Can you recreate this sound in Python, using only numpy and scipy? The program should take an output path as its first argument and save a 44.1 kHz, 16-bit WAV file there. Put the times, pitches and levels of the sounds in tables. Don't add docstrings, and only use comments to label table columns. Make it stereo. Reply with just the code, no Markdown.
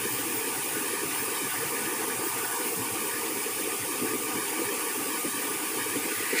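import sys
import numpy as np
from scipy import signal
from scipy.fft import rfft, irfft, next_fast_len
from scipy.io import wavfile
from scipy.ndimage import map_coordinates

SR = 44100
rng = np.random.default_rng(int(sys.argv[2]) if len(sys.argv) > 2 else 0)


def persist_wave(psi):
    counts = np.round(np.clip(psi, -1, 1) * 32767).astype(np.int16)
    wavfile.write(sys.argv[1], SR, np.atleast_2d(counts).T)


N = 282240
TIME = np.arange(N) / SR


def amp(db):
    return 10 ** (np.asarray(db) / 20)


def unit(x):
    return x / np.sqrt(np.mean(x ** 2) + 1e-20)


def curves(rows):
    times, *columns = np.transpose(rows)
    return [np.interp(TIME, times, column) for column in columns]


def bumps(rows, half_s):
    return sum(height * np.exp(-((TIME - s) / half_s) ** 2) for s, height in rows)


def wobble(per_s):
    return map_coordinates(rng.standard_normal(int(N * per_s / SR) + 4), [TIME * per_s])


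def filtered(x, response):
    size = next_fast_len(N + SR // 2)
    return irfft(rfft(x, size) * response(np.fft.rfftfreq(size, 1 / SR)), size)[:N]


def coloured_noise(spectrum, patchy_db=0.0, patch_hz=600, patch_s=0.054):
    spectrogram = signal.stft(rng.standard_normal(N), nperseg=512)[2]
    bins, frames = np.mgrid[-16:17, -40:41]
    offset_hz, offset_s = bins * SR / 512, frames * 256 / SR
    patch = np.exp(-(2 * offset_hz / patch_hz) ** 2 - (2 * offset_s / patch_s) ** 2)
    field = signal.fftconvolve(rng.standard_normal(spectrogram.shape), patch, "same")
    patch_gain = amp(patchy_db * np.minimum(unit(field), 1.5))
    noise = signal.istft(spectrogram * patch_gain, nperseg=512)[1][:N]
    knots_hz, db = np.transpose(spectrum)
    return unit(filtered(noise, lambda hz: amp(np.interp(np.log(hz + 1), np.log(knots_hz), db))))


def narrow_band(centre_hz, width_hz):
    skirt = lambda hz: 1 / (1 + (hz / (0.84 * width_hz)) ** 2)
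    in_phase, quadrature = (filtered(rng.standard_normal(N), skirt) for _ in range(2))
    phase = 2 * np.pi * np.cumsum(centre_hz * np.ones(N)) / SR
    return unit(in_phase * np.cos(phase) + quadrature * np.sin(phase))


def two_paths(x, delay_s, echo, drift):
    lag = delay_s * (1 + drift * wobble(9)) * SR
    strength = np.clip(echo * (.35 + wobble(16)), -.9, .9)
    delayed = map_coordinates(x, [np.arange(N) - lag], order=3)
    return (x - strength * delayed) / np.sqrt(1 + strength ** 2)


def airframe_reflections(x, echo_db, count=12):
    delays_s = rng.uniform(.002, .03, count)
    gains = amp(echo_db) * rng.standard_normal(count) / np.sqrt(count)
    impulse_response = np.bincount((delays_s * SR).astype(int), gains)
    impulse_response[0] = 1
    return unit(signal.fftconvolve(x, impulse_response)[:N])


def fans():
    # (frequency [Hz], width [Hz], level [dB])
    partials = [(400, 4, -53), (1150, 7, -52.5), (1219, 9, -50), (2298, 11, -53.5), (2418, 6, -62),
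                (4517, 14, -64), (9042, 22, -56)]
    tones = sum(amp(db) * narrow_band(hz, width) for hz, width, db in partials)
    drift_db, = curves([(0, -3.5), (2.2, 0), (3.4, -1.5), (4.6, 3), (6.4, -0.5)])
    return amp(drift_db) * tones


def rasp(click_s=6.388, t60_s=0.11):
    # (time [s], relative level [dB], centre frequency [Hz])
    course = [(5.8, -54, 2200), (6.03, -37.5, 2204), (6.18, -39.5, 2002), (6.31, -32, 1900),
              (6.35, -33, 2100), (6.37, -27, 2254), (6.377, -23, 2130), (6.388, -22, 2070),
              (6.4, -28, 2130)]
    # (frequency [Hz], relative level [dB])
    edge_spectrum = [(1200, -32), (1700, -4.5), (2600, -5), (3300, -15), (4200, -3), (5500, -13),
                     (8500, -7), (13000, -31)]
    level_db, centre_hz = curves(course)
    ring = amp(level_db - 4.0) * narrow_band(centre_hz, width_hz=260)
    age = np.maximum(TIME - click_s, 0)
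    click = amp(-32 - 60 * age / t60_s) * (TIME > click_s)
    edge = (amp(level_db - 9.5) + click) * coloured_noise(edge_spectrum)
    return (ring + edge) * (TIME > course[0][0])


def compressor(flicker_db=2.5, jitter_hz=11):
    # (time [s], frequency [Hz])
    pitches = [(0, 14984), (2.3, 14982), (3.5, 14958), (4.7, 14905), (5.3, 14895), (6.2, 14945)]
    # (time [s], level [dB])
    levels = [(0, -48), (.13, -32), (.25, -40), (.95, -46), (1.27, -38), (1.45, -46), (2.0, -49),
              (2.3, -37), (2.5, -48), (2.66, -39), (3.1, -44), (3.9, -58), (6.4, -47)]
    # (mean frequency [Hz], width [Hz], mean level [dB])
    haze_bands = [(14450, 60, -51), (14400, 350, -48), (15030, 330, -42.5)]
    blade_hz, = curves(pitches)
    blade_db, = curves(levels)
    phase = 2 * np.pi * np.cumsum(blade_hz + jitter_hz * wobble(60)) / SR
    flicker = amp(flicker_db * (wobble(12) + wobble(30)))
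    tone = amp(blade_db) * unit(flicker * np.sin(phase))
    relative_speed = blade_hz / np.mean(blade_hz)
    haze = sum(amp(db + 1.2 * wobble(5.2)) * narrow_band(hz * relative_speed, width)
               for hz, width, db in haze_bands)
    return tone + haze


def airflow(churn_depth_db=.5):
    # (frequency [Hz], relative level [dB])
    duct_spectrum = [(400, -55), (630, -23), (700, -6.5), (755, -1), (810, -3), (950, 1.5), (1025, -4),
                     (1120, -0.5), (1210, -1), (1255, -6.5), (1340, -9.5), (1500, -22), (2500, -58)]
    # (frequency [Hz], relative level [dB])
    middle_spectrum = [(900, -44), (1380, -10.5), (1485, 4.5), (1545, -4), (1730, 2), (2000, -2),
                       (2300, -14), (3200, -46)]
    # (frequency [Hz], relative level [dB])
    bright_spectrum = [(1500, -67), (2080, -6), (2340, 1), (2650, -2), (3150, -5.5), (3350, -8.5),
                       (3680, -8), (4000, -13), (4600, -10), (5250, -9), (5600, -18), (7500, -34)]
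    # (time [s], duct level [dB], middle level [dB], bright level [dB])
    levels = [(0, -42, -43, -40), (1.3, -41.3, -41, -39.5), (2.5, -39.5, -41.5, -41.2),
              (3.5, -42.5, -44.5, -40.5), (4.8, -41, -43.5, -40), (6.4, -44, -42, -39.5)]
    duct_db, middle_db, bright_db = curves(levels)
    churn_db = churn_depth_db * wobble(28)
    duct = coloured_noise(duct_spectrum, patchy_db=2.5, patch_hz=200, patch_s=0.033)
    middle = coloured_noise(middle_spectrum, patchy_db=3.5, patch_hz=346, patch_s=0.03)
    bright = coloured_noise(bright_spectrum, patchy_db=2.0, patch_hz=300, patch_s=0.03)
    intake = amp(middle_db + churn_db) * middle + amp(bright_db + churn_db) * bright
    return two_paths(amp(duct_db) * duct + intake, delay_s=.00146, echo=.3, drift=.03)


def intake_hiss(start_db=-34, db_per_s=-0.07):
    # (frequency [Hz], relative level [dB])
    spectrum = [(2500, -20), (4100, -20.5), (4600, -12), (5250, -9), (5550, -8.5), (7200, -4), (8150, -3.5),
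                (8600, 1.5), (9300, 0.5), (9700, -2), (10050, -0.5), (10900, 0.5), (12300, -7),
                (13600, -10.5), (15500, -14)]
    hiss = coloured_noise(spectrum, patchy_db=1.66, patch_hz=200, patch_s=0.029)
    return amp(start_db + db_per_s * TIME) * airframe_reflections(hiss, echo_db=-13.5)


def exhaust_rumble(start_db=-54.5, db_per_s=-.9, lump_db=4.5):
    # (frequency [Hz], relative level [dB])
    rumble_spectrum = [(20, -33), (45, -35), (60, -17.5), (75, -15), (92, -5), (104, -3), (115, 4),
                       (128, -0.5), (165, -4.5), (240, -6), (400, -60)]
    # (frequency [Hz], relative level [dB])
    thud_spectrum = [(30, -28), (80, -27), (125, -7), (280, 16), (400, -22), (700, -50)]
    # (time [s], rumble peak level [dB], thud peak level [dB])
    puffs = [(.15, -46, -50), (.36, -50, -53), (.5, -55, -43), (.59, -46, -52), (.77, -47, -52),
             (1.07, -46, -50), (1.22, -47, -45), (1.46, -43, -54), (1.66, -44, -48), (1.85, -51, -36),
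             (2.03, -51, -58), (2.79, -41, -55), (2.94, -45, -53), (3.82, -48, -54), (4.02, -48, -33),
             (4.36, -44, -41), (4.67, -47, -52), (5.27, -59, -41), (5.8, -45, -52), (5.97, -52, -33),
             (6.2, -48, -49)]
    lumps = amp(start_db + db_per_s * TIME + lump_db * wobble(18))
    swells = bumps([(s, amp(db)) for s, db, _ in puffs], half_s=0.031)
    thuds = bumps([(s, amp(db)) for s, _, db in puffs], half_s=0.023)
    rumble = np.hypot(lumps, swells) * coloured_noise(rumble_spectrum)
    return rumble + thuds * coloured_noise(thud_spectrum)


def exhaust_roar(level_db=-37.9, throb_db=1.2):
    # (frequency [Hz], relative level [dB])
    spectrum = [(20, -50), (80, -46), (160, -18), (205, -12), (280, -0.5), (320, 3), (360, -3), (410, 1),
                (480, 1), (560, -12.5), (625, -24), (900, -65)]
    # (time [s], rise [dB])
    surges = [(.06, 8), (1.03, 6.5), (1.3, 4), (2.05, 3.5), (2.66, 4), (3.01, 6), (3.48, 5), (3.68, 6),
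              (4.04, 10), (4.15, 5), (4.39, 6), (4.6, 7), (4.72, 3), (5.26, 8), (5.96, 6), (6.07, 4.5),
              (6.23, 2), (6.34, 6)]
    # (time [s], drop [dB])
    lulls = [(.13, 6.5), (1.14, 4), (1.51, 12), (2.32, 12), (2.49, 8), (3.55, 7), (4.47, 4), (5.32, 12),
             (6.02, 3), (6.16, 11)]
    swing_db = throb_db * wobble(22) + bumps(surges, half_s=0.013) - bumps(lulls, half_s=0.028)
    roar = coloured_noise(spectrum, patchy_db=3.5, patch_hz=131, patch_s=0.023)
    return amp(level_db + swing_db) * roar


def scene():
    mono = exhaust_roar() + exhaust_rumble() + airflow() + intake_hiss() + compressor() + fans() + rasp()
    return np.array([mono, mono])


def record(dry, top_hz=15500):
    return np.array([filtered(channel, lambda hz: hz < top_hz) for channel in dry])


dry = scene()
out = record(dry)
persist_wave(out)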